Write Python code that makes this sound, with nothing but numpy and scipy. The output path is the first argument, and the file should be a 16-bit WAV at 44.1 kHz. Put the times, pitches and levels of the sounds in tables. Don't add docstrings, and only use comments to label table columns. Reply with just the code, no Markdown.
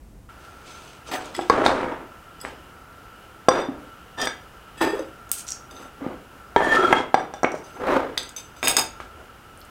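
import sys
import numpy as np
from scipy import signal
from scipy.fft import rfft, irfft, next_fast_len
from scipy.io import wavfile
from scipy.ndimage import uniform_filter1d

SR = 44100
rng = np.random.default_rng(int(sys.argv[2]) if len(sys.argv) > 2 else 0)


def amplitude_ratio(level_db):
    exponent = np.asarray(level_db, float) / 20
    return 10 ** exponent


def to_wav(sig):
    pcm = np.clip(np.atleast_2d(sig), -1, 1) * 32767
    pcm = np.round(pcm).astype(np.int16)
    wavfile.write(sys.argv[1], SR, pcm.T)


N = 427769


def evened(x):
    return x / np.sqrt(np.mean(x ** 2) + 1e-20)


def read(points, hz):
    f, value = np.transpose(points)
    return np.interp(np.log(hz + 1), np.log(f + 1), value)


def add(mix, s, sound):
    part = mix[round(s * SR):][:len(sound)]
    part += sound[:len(part)]


def coloured(x, spectrum):
    size = next_fast_len(len(x))
    gain = amplitude_ratio(read(spectrum, np.fft.rfftfreq(size, 1 / SR)))
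    return evened(irfft(rfft(x, size) * gain, size)[:len(x)])


def resonate(x, hz, width_hz):
    turn = np.exp(2j * np.pi * np.cumsum(hz * np.ones(len(x))) / SR)
    r = np.exp(-np.pi * width_hz / SR)
    return 2 * (turn * signal.lfilter([1 - r], [1, -r], x / turn + 1e-18)).real


def ring(modes, favoured_hz, slope_db, sharp):
    hz, width_hz, db = np.transpose(modes)[:, :, None]
    t = np.arange(5000) / SR
    off_pitch = np.sqrt(abs(np.log2(hz / favoured_hz)))
    db = db - slope_db * off_pitch + .8 * rng.standard_normal(db.shape)
    decay = np.exp(-np.pi * width_hz / sharp * t)
    sound = (amplitude_ratio(db) * decay * np.sin(2 * np.pi * hz * t)).sum(0)
    return sound / abs(sound).max()


def grit(count, lump_db, lump_s, slips_per_s, slip):
    lumps = evened(uniform_filter1d(rng.standard_normal(count), max(round(lump_s * SR), 1)))
    size = np.minimum(rng.exponential(slip, count), 2 * slip)
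    slips = (rng.random(count) < slips_per_s / SR) * size
    return (1 + slips) * rng.standard_normal(count) * amplitude_ratio(lump_db * lumps)


# f/Hz, level/dB per Hz
KITCHEN_AIR = [(12, -35.5), (20, -11), (46, 1.5), (120, -12), (216, -13.5), (347, -19.5), (4180, -43),
               (8410, -41.5), (16000, -47)]
STUDY_AIR = [(12, -42), (20, -11), (68, -3.5), (182, -9.5), (485, -11.5), (660, -13.5), (718, -11.5),
             (1120, -15), (1330, -7.5), (1910, -20), (2820, -23.5), (3840, -30), (16000, -35)]
# f/Hz, width/Hz, rms level/dB
FAN = [(1345, 30, -53), (2879.1, 270.8, -61), (55.57, 19.35, -60), (4959.4, 160, -77.5)]


def rooms():
    kitchen = amplitude_ratio(-46.5) * coloured(rng.standard_normal(N), KITCHEN_AIR)
    study = amplitude_ratio(-47.5) * coloured(grit(N, lump_db=.3, lump_s=.1, slips_per_s=0, slip=0), STUDY_AIR)
    for hz, width_hz, db in FAN:
        drift = evened(uniform_filter1d(rng.standard_normal(N), round(.2 * SR)))
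        whine = resonate(rng.standard_normal(N), hz * (1 + .008 * drift), width_hz)
        study += amplitude_ratio(db + 2.5 * drift) * evened(whine)
    cut_s = .29
    return np.where(np.arange(N) / SR < cut_s, kitchen, study)


# f/Hz, width/Hz, level/dB
BOX = [(283, 19, -55), (337.4, 8.2, -15), (387.76, 27, -7), (468.72, 43, -15.5), (663.23, 28, -3),
       (797.54, 197.2, 5), (991.02, 32.77, 6), (1125.6, 630, 6), (1310, 700, 10.5), (1617.8, 307.3, 13),
       (1988.9, 401.8, 11), (2222.9, 475, 9.5)]
# f/Hz, level/dB per Hz
SCRAPE = [(60, -51), (150, -18), (280, 5.5), (600, 2), (1200, 1), (2200, -10.5), (4000, -20.5),
          (8000, -87.5), (15000, -138)]
HISS = [(1060, -45), (1800, -1.5), (2300, 14), (3610, 3), (7840, -7.5), (8520, -4), (14700, -30.5),
        (16000, -10)]


def slide(rows, bodies, favoured_hz, tone, focus_db=16.5, lean_db=11):
    s, *columns = np.transpose(rows)
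    t = np.arange(s[0], s[-1], 1 / SR)
    box_db, hz, hiss_db, ring_db = (np.interp(t, s, c) for c in columns)
    force = grit(len(t), lump_db=2.5, lump_s=.008, slips_per_s=300, slip=2.5)
    walls = ring(BOX, hz.mean(), slope_db=7.5, sharp=0.2981)
    hollow = evened(signal.oaconvolve(force, walls)[:len(t)])
    box = evened(coloured(force, SCRAPE) + 0.32866 * hollow + tone * evened(resonate(force, hz, 47)))
    leaning = [(f, db - lean_db * abs(np.log2(f / max(favoured_hz, 5000)))) for f, db in HISS]
    hiss = coloured(grit(len(t), lump_db=2, lump_s=.005, slips_per_s=200, slip=2.5), leaning)
    rub = evened(grit(len(t), lump_db=3, lump_s=.012, slips_per_s=80, slip=4.))
    rings = sum(amplitude_ratio(db) * ring(body, favoured_hz, slope_db=focus_db, sharp=1.0) for body, db in bodies)
    rung = signal.oaconvolve(rub, rings)[:len(t)]
    sound = amplitude_ratio(box_db - 4.5) * box + amplitude_ratio(hiss_db - 4.0) * hiss + amplitude_ratio(ring_db - 13.0) * rung
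    return s[0], sound * signal.windows.tukey(len(t), .004 / (s[-1] - s[0]))


def stroke(peak_s, rise_s, hold_s, db, hard_db, hz, hiss_db, ring_db, sag_db_s, fall_db_s, **contact):
    rise_s, hold_s = max(rise_s, .003), max(hold_s, .001)
    rise_db, tail_db = 36, 47.5
    t = np.arange(-rise_s, hold_s + tail_db / fall_db_s, .002)
    swell = -rise_db * (np.minimum(t, 0) / rise_s) ** 2
    press = swell - sag_db_s * np.clip(t, 0, hold_s) - fall_db_s * np.maximum(t - hold_s, 0)
    pitch = hz * 2 ** (.02 * press)
    hiss = db + hard_db + hiss_db + 1.7378 * press
    rung = db + hard_db + ring_db + 1.3284 * press
    return slide(np.transpose([peak_s + t, db + press, pitch, hiss, rung]), **contact)


def strokes(table, **kind):
    mix = np.zeros(N)
    for row in table:
        add(mix, *stroke(*row, **kind))
    return mix


# f/Hz, width/Hz, level/dB
STICK_A = [(2630, 60, -5), (3660, 45, 0), (4850, 45, -2), (6190, 26, 0), (7720, 30, -2), (9480, 34, -3),
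           (11350, 40, -8), (13400, 40, -6), (15500, 45, -11)]
# peak t/s, rise/s, hold/s, pressure level/dB, hardness/dB
CARRIES = [
    (.45, 0.14505, 0.2175, -58.5, 2),
    (.68, 0.07412, 0.2814, -47.5, 0.5),
    (1.085, .06, 0.00588, -39.5, -4.5),
]


def carries():
    return strokes(CARRIES, hz=659.4, hiss_db=2.5, ring_db=-12.5, sag_db_s=15, fall_db_s=150.5,
                   bodies=[(STICK_A, 0)], favoured_hz=5940, tone=0.1796)


# peak t/s, rise/s, hold/s, pressure level/dB, hardness/dB
JOSTLES = [
    (1.116, .008, 0.0124, -25.5, 0),
    (1.14, .02, 0.00711, -22, 0),
]


def jostles():
    return strokes(JOSTLES, hz=1850, hiss_db=-7, ring_db=-15, sag_db_s=30, fall_db_s=282.5,
                   bodies=[(STICK_A, 0)], favoured_hz=4000, tone=0.7433, focus_db=-3)


# t/s, peak level/dB, f/Hz, t60/s
BOOMS = [(1.379, -23, 354, 0.0993), (1.409, -20.5, 334.7, 0.0701), (4.812, -20, 323.7, 0.2097),
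         (4.821, -17.5, 883.7, 0.1024), (4.933, -16.5, 425.5, 0.1003), (4.953, -19, 419, 0.0709),
         (4.993, -18.5, 540, 0.0716), (5.0, -24, 311.3, 0.1136), (6.785, -13.5, 381.3, 0.1368),
         (6.83, -15, 361.5, 0.1575), (6.87, -15.5, 376.3, 0.142), (6.849, -9.5, 1338, 0.06608),
         (6.768, -9, 1310, 0.07594), (8.787, -12, 900, 0.0309), (1.4985, -6.5, 1112, 0.07813),
         (1.499, -7.5, 476.6, 0.07064), (1.662, -5, 1355, 0.0342), (3.485, -7.5, 1052, 0.07613),
         (3.485, -9, 518.8, 0.0928), (6.5625, -6, 952.2, 0.06588), (6.563, -9, 399.7, 0.0997),
         (6.927, -10, 1298, 0.07186), (6.927, -10.5, 2105, 0.0559), (7.143, -8, 762.8, 0.0851),
         (7.433, -17.5, 697.8, 0.0721), (1.117, -25.5, 803.7, 0.0525), (1.136, -21.5, 750.6, 0.0708),
         (7.542, -28.5, 607.2, 0.0517), (1.582, -18.5, 697, .05)]


def booms():
    mix = np.zeros(N)
    for s, db, hz, t60 in BOOMS:
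        t = np.arange(0, 1.2 * t60, 1 / SR)
        swell = np.minimum(t * hz / 1.2324, 1)
        add(mix, s, swell * amplitude_ratio(db - 60 * t / t60) * np.sin(2 * np.pi * hz * t))
    return mix


# peak t/s, rise/s, hold/s, pressure level/dB, hardness/dB
DRAGS = [
    (1.22, 0.0557, 0.1178, -35, 15.5),
    (1.346, 0.009597, 0.28, -38, 21.5),
    (1.515, 0.006111, 0.24, -11, -1.5),
    (1.655, 0.021793, 0.00451, -15, 11.5),
    (1.68, 0.0055666, 0.2327, -13.5, 0),
    (2.455, 0.05282, 0.02595, -35.5, 13),
    (6.74, .13, 0.0596, -31.5, 6.5),
    (7.46, 0.005268, 0.0104, -23, -11.5),
    (9.004, .01, 0.00494, -42.5, 19),
]


def drags():
    return strokes(DRAGS, hz=553.46, hiss_db=-21.5, ring_db=-46, sag_db_s=45.5, fall_db_s=116.5,
                   bodies=[(STICK_A, 0)], favoured_hz=5500, tone=0.1939)


def tap(s, click_db, favoured_hz, *ring_db, bodies):
    t = np.arange(5000) / SR
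    burst = rng.standard_normal(len(t)) * (np.exp(-t / .0008) + .12 * np.exp(-t / .006))
    crack = np.diff(burst, prepend=0)
    for _ in range(3):
        crack = resonate(crack, favoured_hz, 0.5 * favoured_hz)
    sound = amplitude_ratio(click_db) * crack / abs(crack).max()
    for db, body in zip(ring_db, bodies):
        sound += amplitude_ratio(db + 12) * ring(body, favoured_hz, slope_db=11., sharp=.7)
    return s, sound


def taps(table, *bodies):
    mix = np.zeros(N)
    for row in table:
        levels_db = (row[-1], row[-1] - 15.5)[:len(bodies)]
        add(mix, *tap(*row[:3], *levels_db, bodies=bodies))
    return mix


# f/Hz, width/Hz, level/dB
STICK_B = [(2680, 120, -2), (3670, 65, -2), (5070, 90, 1), (6680, 42, 0), (8110, 45, -2), (8450, 60, -1),
           (10280, 120, -2), (12050, 70, -8), (12600, 75, -6), (14250, 90, -10), (14800, 120, -10)]
# t/s, click level/dB, favoured f/Hz, ring level/dB
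TAPS_B = [
    (1.257, -36.5, 6680, -43),
    (4.2155, -19.5, 4983, -28),
    (4.2554, -36, 8352, -31.5),
    (8.2313, -33, 8100, -41),
    (8.292, -34, 7000, -38),
    (8.6290, -22, 2680, -27),
    (8.6732, -8.5, 2680, -18.5),
    (8.6828, -19.5, 8110, -14.5),
    (8.7674, -27, 5965, -8.5),
    (8.7951, -21.5, 6680, -18.5),
]


def taps_b():
    return taps(TAPS_B, STICK_B, STICK_A)


# f/Hz, width/Hz, level/dB
STICKS_ON_LID = [(2000, 45, 0), (3400, 40, -2), (4820, 35, -6), (5100, 35, 0), (7880, 30, 0),
                 (9600, 36, -8), (11400, 36, -14), (12700, 58, -12), (13400, 59, -11)]
# t/s, click level/dB, favoured f/Hz, ring level/dB
TAPS_ON_LID = [
    (1.3497, -38.5, 2600, -31),
    (1.3649, -33.5, 7880, -40),
    (1.411, -29.5, 3240, -40),
    (2.403, -38.5, 5100, -46.5),
    (2.4135, -30, 9000, -36),
]


def taps_on_lid():
    return taps(TAPS_ON_LID, STICKS_ON_LID)


def knock(s, db, hz, t60, push_db):
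    damped = [(f, 2.2 / t60, level) for f, _, level in [*BOX, (hz, 0, 8)]]
    contact = np.hanning(round(.45 * SR / hz) + 3)
    walls = np.convolve(ring(damped, hz, slope_db=8.0, sharp=0.93), contact)
    radiated = signal.sosfilt(signal.butter(2, 210, "high", fs=SR, output="sos"), walls)
    t = np.arange(len(walls)) / SR
    push = np.sin(2 * np.pi * 55 * t) * np.exp(-t / 0.0267)
    sound = amplitude_ratio(db + 3.0) * radiated / abs(radiated).max() + amplitude_ratio(db + push_db + 3) * push
    return s + 0.0010384, sound


def blows(table, push_db):
    mix = np.zeros(N)
    for row in table:
        add(mix, *knock(*row, push_db))
    return mix


# t/s, peak level/dB, f/Hz, t60/s
KNOCKS = [(1.390, -14, 777, 0.02843), (3.484, 1, 722.5, 0.02868), (4.271, -12, 1697, 0.03242),
          (6.063, -20, 297.9, 0.01443), (6.926, -1, 880.8, 0.0669), (7.142, 0, 864.2, 0.0254),
          (7.431, -9, 720, 0.0906), (7.443, -2.5, 675.7, 0.00776), (7.446, -5.5, 2193, 0.01696),
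          (8.628, -13, 2355, 0.03817), (8.673, -12, 2659, 0.04742), (8.767, -13.5, 1462, 0.06737)]


def lid_knocks():
    return blows(KNOCKS, push_db=-56)


# t/s, peak level/dB, f/Hz, t60/s
THUMPS = [(1.498, -1, 1132, 0.02287), (1.579, -16, 425.9, 0.1497), (1.661, 0, 900, 0.01933),
          (2.449, -16.5, 1850, 0.00792), (3.685, -19, 292.8, 0.0903), (3.714, -33, 267.4, 0.0226),
          (6.016, -29.5, 285.6, 0.2074), (6.561, -1.5, 956.5, 0.02283), (6.605, -4.5, 900, 0.02613),
          (6.622, -9.5, 692.8, 0.01987), (7.337, -21, 804, 0.0381), (7.541, -18, 601.6, 0.03394),
          (8.174, -18.5, 1933, 0.0273), (9.001, -22.5, 1310, 0.01766)]


def desk_thumps():
    return blows(THUMPS, push_db=-31.5)


# t/s, click level/dB, favoured f/Hz, ring level/dB
TAPS_A = [
    (1.4985, -15.5, 4190, -32),
    (1.6634, -5, 3716, -28.5),
    (4.9931, -36.5, 5730, -44.5),
    (5.7107, -44, 4730, -44.5),
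    (5.766, -40, 3660, -53),
    (8.1773, -8.5, 3740, -26),
    (8.364, -48, 6190, -34),
    (8.385, -46, 5500, -42),
]


def taps_a():
    return taps(TAPS_A, STICK_A, STICK_B)


# f/Hz, width/Hz, level/dB
FOOT = [(3560, 36, -1), (4820, 28, -4), (5820, 24, -3), (6850, 30, -13), (8070, 30, -6), (8300, 45, -7)]
# t/s, click level/dB, favoured f/Hz, ring level/dB
LANDINGS = [
    (3.4876, -26, 5189, -20),
    (7.1435, -16.5, 3300, -30),
    (4.2726, -26, 3900, -28),
]


def landings():
    return taps(LANDINGS, FOOT)


# peak t/s, rise/s, hold/s, pressure level/dB, hardness/dB
SETTLES = [
    (3.51, 0.006452, 0.09556, -12.5, 2.5),
    (3.72, 0.03022, 0.1025, -39, -9.5),
    (7.17, .006, 0.01006, -19, 2.5),
    (7.338, .01, 0.0103, -42, 16),
]


def settles():
    return strokes(SETTLES, hz=590.37, hiss_db=-25, ring_db=-26, sag_db_s=55, fall_db_s=156,
                   bodies=[(FOOT, 0)], favoured_hz=3540, tone=0.3993, focus_db=12)


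# f/Hz, width/Hz, level/dB
CUP = [(1325, 36, -2), (1780, 26, -1), (3230, 32, -2), (5850, 40, -12), (6830, 30, -11), (8060, 40, -13),
       (9320, 33, -14), (12300, 40, -16)]
# peak t/s, rise/s, hold/s, pressure level/dB, hardness/dB
PICKUPS = [
    (4.19, 0.02365, 0.02097, -27, -3),
    (4.232, 0.03762, 0.002658, -24, 2.5),
]


def pickups():
    return strokes(PICKUPS, hz=720, hiss_db=-11, ring_db=-9.5, sag_db_s=-8, fall_db_s=212.5,
                   bodies=[(CUP, 0), (FOOT, -2.605), (STICK_B, -18)], favoured_hz=2257.8, tone=0.153)


# f/Hz, width/Hz, level/dB
LID = [(1510, 90, -4), (1800, 60, 0), (2630, 60, -4), (3330, 55, -3), (3770, 90, -7), (4860, 70, -4),
       (6140, 70, -9), (7720, 28, -10), (8270, 38, -16), (9540, 30, -12), (13400, 36, -12)]
# peak t/s, rise/s, hold/s, pressure level/dB, hardness/dB
LIFTS = [
    (4.785, 0.03602, 0.01518, -46, 9),
    (4.818, 0.017965, 0.02028, -15.5, 0),
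    (4.938, .02, 0.0613, -31.5, -2.5),
]


def lifts():
    return strokes(LIFTS, hz=439.46, hiss_db=-14.5, ring_db=-9.5, sag_db_s=49, fall_db_s=136,
                   bodies=[(LID, 0)], favoured_hz=1800, tone=0.3173, focus_db=3.5)


# f/Hz, width/Hz, level/dB
TIPS = [(3670, 60, -16), (5070, 110, -8), (6680, 110, -2), (8450, 150, 0), (10280, 170, -1),
        (12600, 150, 0), (14800, 170, -2)]
# t/s, click level/dB, favoured f/Hz, ring level/dB
FLICKS = [(5.293, -40, 7000, -43), (5.3160, -6.5, 11000, -14.5), (5.385, -30.5, 8450, -33.5),
          (5.394, -29.5, 7500, -36), (8.650, -32.5, 9000, -39.5), (8.659, -30, 12000, -32),
          (8.6815, -18.5, 10300, -10.5), (8.698, -30, 8450, -21), (8.713, -30, 8450, -19),
          (8.8223, -31, 14000, -37), (8.832, -34.5, 14000, -38.5)]


def flicks():
    return taps(FLICKS, TIPS)


# peak t/s, rise/s, hold/s, pressure level/dB, hardness/dB
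SWIPES = [
    (5.325, 0.0066, 0.0303, -68, 0.00015),
    (5.39, 0.044, 0.00932, -69, 0.000097),
]


def swipes():
    return strokes(SWIPES, hz=580, hiss_db=36.5, ring_db=32, sag_db_s=28, fall_db_s=200,
                   bodies=[(TIPS, 0)], lean_db=15, favoured_hz=9000, tone=.3)


# f/Hz, width/Hz, level/dB
RIM = [(4500, 200, -8), (5780, 65, 0), (6100, 200, -3), (7300, 90, -5), (8330, 70, -5)]
# peak t/s, rise/s, hold/s, pressure level/dB, hardness/dB
WIPES = [
    (5.475, .01, 0.00506, -64.5, 0),
    (5.52, 0.028, 0.0141, -74, 0.000066),
    (7.56, 0.059, 0.02607, -78.5, 0),
]


def wipes():
    return strokes(WIPES, hz=580, hiss_db=24.5, ring_db=26.5, sag_db_s=32, fall_db_s=160.5,
                   bodies=[(RIM, 0), (TIPS, -5)], lean_db=22, favoured_hz=6000, tone=.3)


# t/s, click level/dB, favoured f/Hz, ring level/dB
PINGS = [
    (5.468, -35, 5780, -42),
    (5.4805, -22.5, 7020, -41),
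    (5.4878, -25, 5940, -30),
    (5.4945, -26, 5893, -36.5),
    (5.5055, -20, 7025, -38.5),
    (5.516, -28.5, 5790, -38.5),
    (5.5200, -16.5, 5827, -31),
    (7.3392, -46, 5780, -38),
    (7.4331, -30, 5860, -29),
    (7.519, -50, 5817, -36),
]


def pings():
    return taps(PINGS, RIM)


# peak t/s, rise/s, hold/s, pressure level/dB, hardness/dB
RATTLES = [
    (5.724, 0.02915, 0.02326, -43, 2.075),
    (5.826, 0.12208, 0.0038, -39, 4.807),
    (7.645, 0.01377, 0.1325, -56, 18.12),
    (8.19, 0.005517, 0.00458, -34.5, 11.06),
    (8.37, 0.013, 0.01021, -44, 21.666),
    (8.58, 0.04597, 0.0457, -54.5, 16.016),
]


def rattles():
    return strokes(RATTLES, hz=494, hiss_db=-18, ring_db=-17.5, sag_db_s=26, fall_db_s=185.5,
                   bodies=[(STICK_A, 0), (STICK_B, -24.5)], favoured_hz=6190, tone=0.12, focus_db=6.5)


# peak t/s, rise/s, hold/s, pressure level/dB, hardness/dB
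PUSHES = [
    (6.068, 0.10883, 0.01508, -28.5, -5),
    (7.95, 0.22158, 0.02226, -14, 5.5),
    (9.192, .04, 0.00943, -41, 0.5),
]


def pushes():
    return strokes(PUSHES, hz=576.03, hiss_db=-34.5, ring_db=-59.5, sag_db_s=44.5, fall_db_s=140,
                   bodies=[(LID, 0)], favoured_hz=3000, tone=0.5247)


# t/s, click level/dB, favoured f/Hz, ring level/dB
CLINKS = [
    (6.563, -20, 3230, -34.5),
    (6.9264, -13, 2440, -23),
]


def clinks():
    return taps(CLINKS, CUP)


# peak t/s, rise/s, hold/s, pressure level/dB, hardness/dB
RIM_SLIDES = [
    (6.58, .012, 0.1432, -19, -3.5),
    (6.745, .08, 0.01052, -19, 4.5),
]


def rim_slides():
    return strokes(RIM_SLIDES, hz=720, hiss_db=-14, ring_db=-9, sag_db_s=0, fall_db_s=400,
                   bodies=[(CUP[1:], 0)], favoured_hz=1780, tone=0.1087, focus_db=12.5)


# f/Hz, width/Hz, level/dB
BASE = [(1320, 70, 0), (2140, 70, -14), (2580, 60, -20), (3280, 40, -7), (5820, 45, -22), (6830, 35, -22),
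        (8100, 45, -24)]
# peak t/s, rise/s, hold/s, pressure level/dB, hardness/dB
FLAT_SLIDES = [
    (6.765, .045, 0.1709, -17.5, 0.00012),
]


def flat_slides():
    return strokes(FLAT_SLIDES, hz=383.65, hiss_db=-18.5, ring_db=-9.5, sag_db_s=9.5, fall_db_s=302,
                   bodies=[(BASE, 0)], favoured_hz=1320, tone=0.5907, focus_db=7)


# peak t/s, rise/s, hold/s, pressure level/dB, hardness/dB
LEAVES = [
    (6.95, 0.0055, 0.044, -17, 0),
]


def leaves():
    return strokes(LEAVES, hz=900, hiss_db=-14, ring_db=-20, sag_db_s=0, fall_db_s=200,
                   bodies=[(BASE[1:], 0)], favoured_hz=3280, tone=0.2, focus_db=10)


# peak t/s, rise/s, hold/s, pressure level/dB, hardness/dB
STIRS = [
    (8.638, 0.004935, 0.01326, -22.5, -6),
    (8.689, 0.028526, 0.0139, -21.5, 0),
    (8.78, .006, 0.0059, -18.5, -2),
]


def stirs():
    return strokes(STIRS, hz=763, hiss_db=-3, ring_db=3, focus_db=4, sag_db_s=30, fall_db_s=230,
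                   bodies=[(STICK_B, 0), (STICK_A, -13)], favoured_hz=5070, tone=0.36)


# t/s, click level/dB, f/Hz
TICKS = [
    (9.575, -36.5, 8143),
    (9.592, -44.5, 13000),
    (9.605, -38, 10980),
    (9.615, -36, 4000),
    (9.651, -39.5, 8786),
]


def sauce_ticks():
    return taps(TICKS)


# f/Hz, t60/s
ROOM = [(100, 0.4918), (500, 0.32258), (2000, 0.34245), (6000, 0.28057), (16000, 0.14166)]


def walls_of_room(x):
    echoes = np.zeros(SR)
    at = np.arange(200, SR - 20, 20) + rng.integers(0, 20, (SR - 201) // 20)
    echoes[at] = rng.choice([-1., 1.], at.shape)
    hz, t, z = signal.stft(echoes, SR, nperseg=256)
    tail = signal.istft(z * amplitude_ratio(-60 * t / read(ROOM, hz)[:, None]), SR, nperseg=256)[1]
    return signal.fftconvolve(x, tail / np.linalg.norm(tail))[:N]


def scene():
    air = rooms()
    hits = booms() + lid_knocks() + desk_thumps()
    hits += taps_b() + taps_on_lid() + taps_a() + landings() + flicks() + pings() + clinks() + sauce_ticks()
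    slides = carries() + jostles() + drags() + settles() + pickups() + lifts() + swipes()
    slides += wipes() + rattles() + pushes() + rim_slides() + flat_slides() + leaves() + stirs()
    echo = walls_of_room(amplitude_ratio(-6.5) * hits + amplitude_ratio(-10.5) * slides)
    return (hits + slides + echo + air)[None]


def low_pass(x):
    return signal.sosfilt(signal.butter(12, 16790, fs=SR, output="sos"), x)


def record(dry):
    keep, late = np.exp(-1 / (0.000959 * SR)), round(0.0087 * SR)
    power_db = 10 * np.log10(signal.lfilter([1 - keep], [1, -keep], dry[0] ** 2) + 1e-12)
    fall_db = np.arange(N) * 41.76 / SR
    held_db = np.maximum.accumulate(power_db + fall_db) - fall_db
    over_db = np.maximum(held_db + 16, 0)
    ducked = dry / amplitude_ratio(0.32704 * np.roll(over_db, late))
    clipped = ducked / (1 + ducked ** 16) ** (1 / 16)
    limited = signal.oaconvolve(clipped, signal.firwin(127, 16000, fs=SR)[None], "same")
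    return low_pass(limited)


dry = scene()
out = record(dry)
to_wav(out)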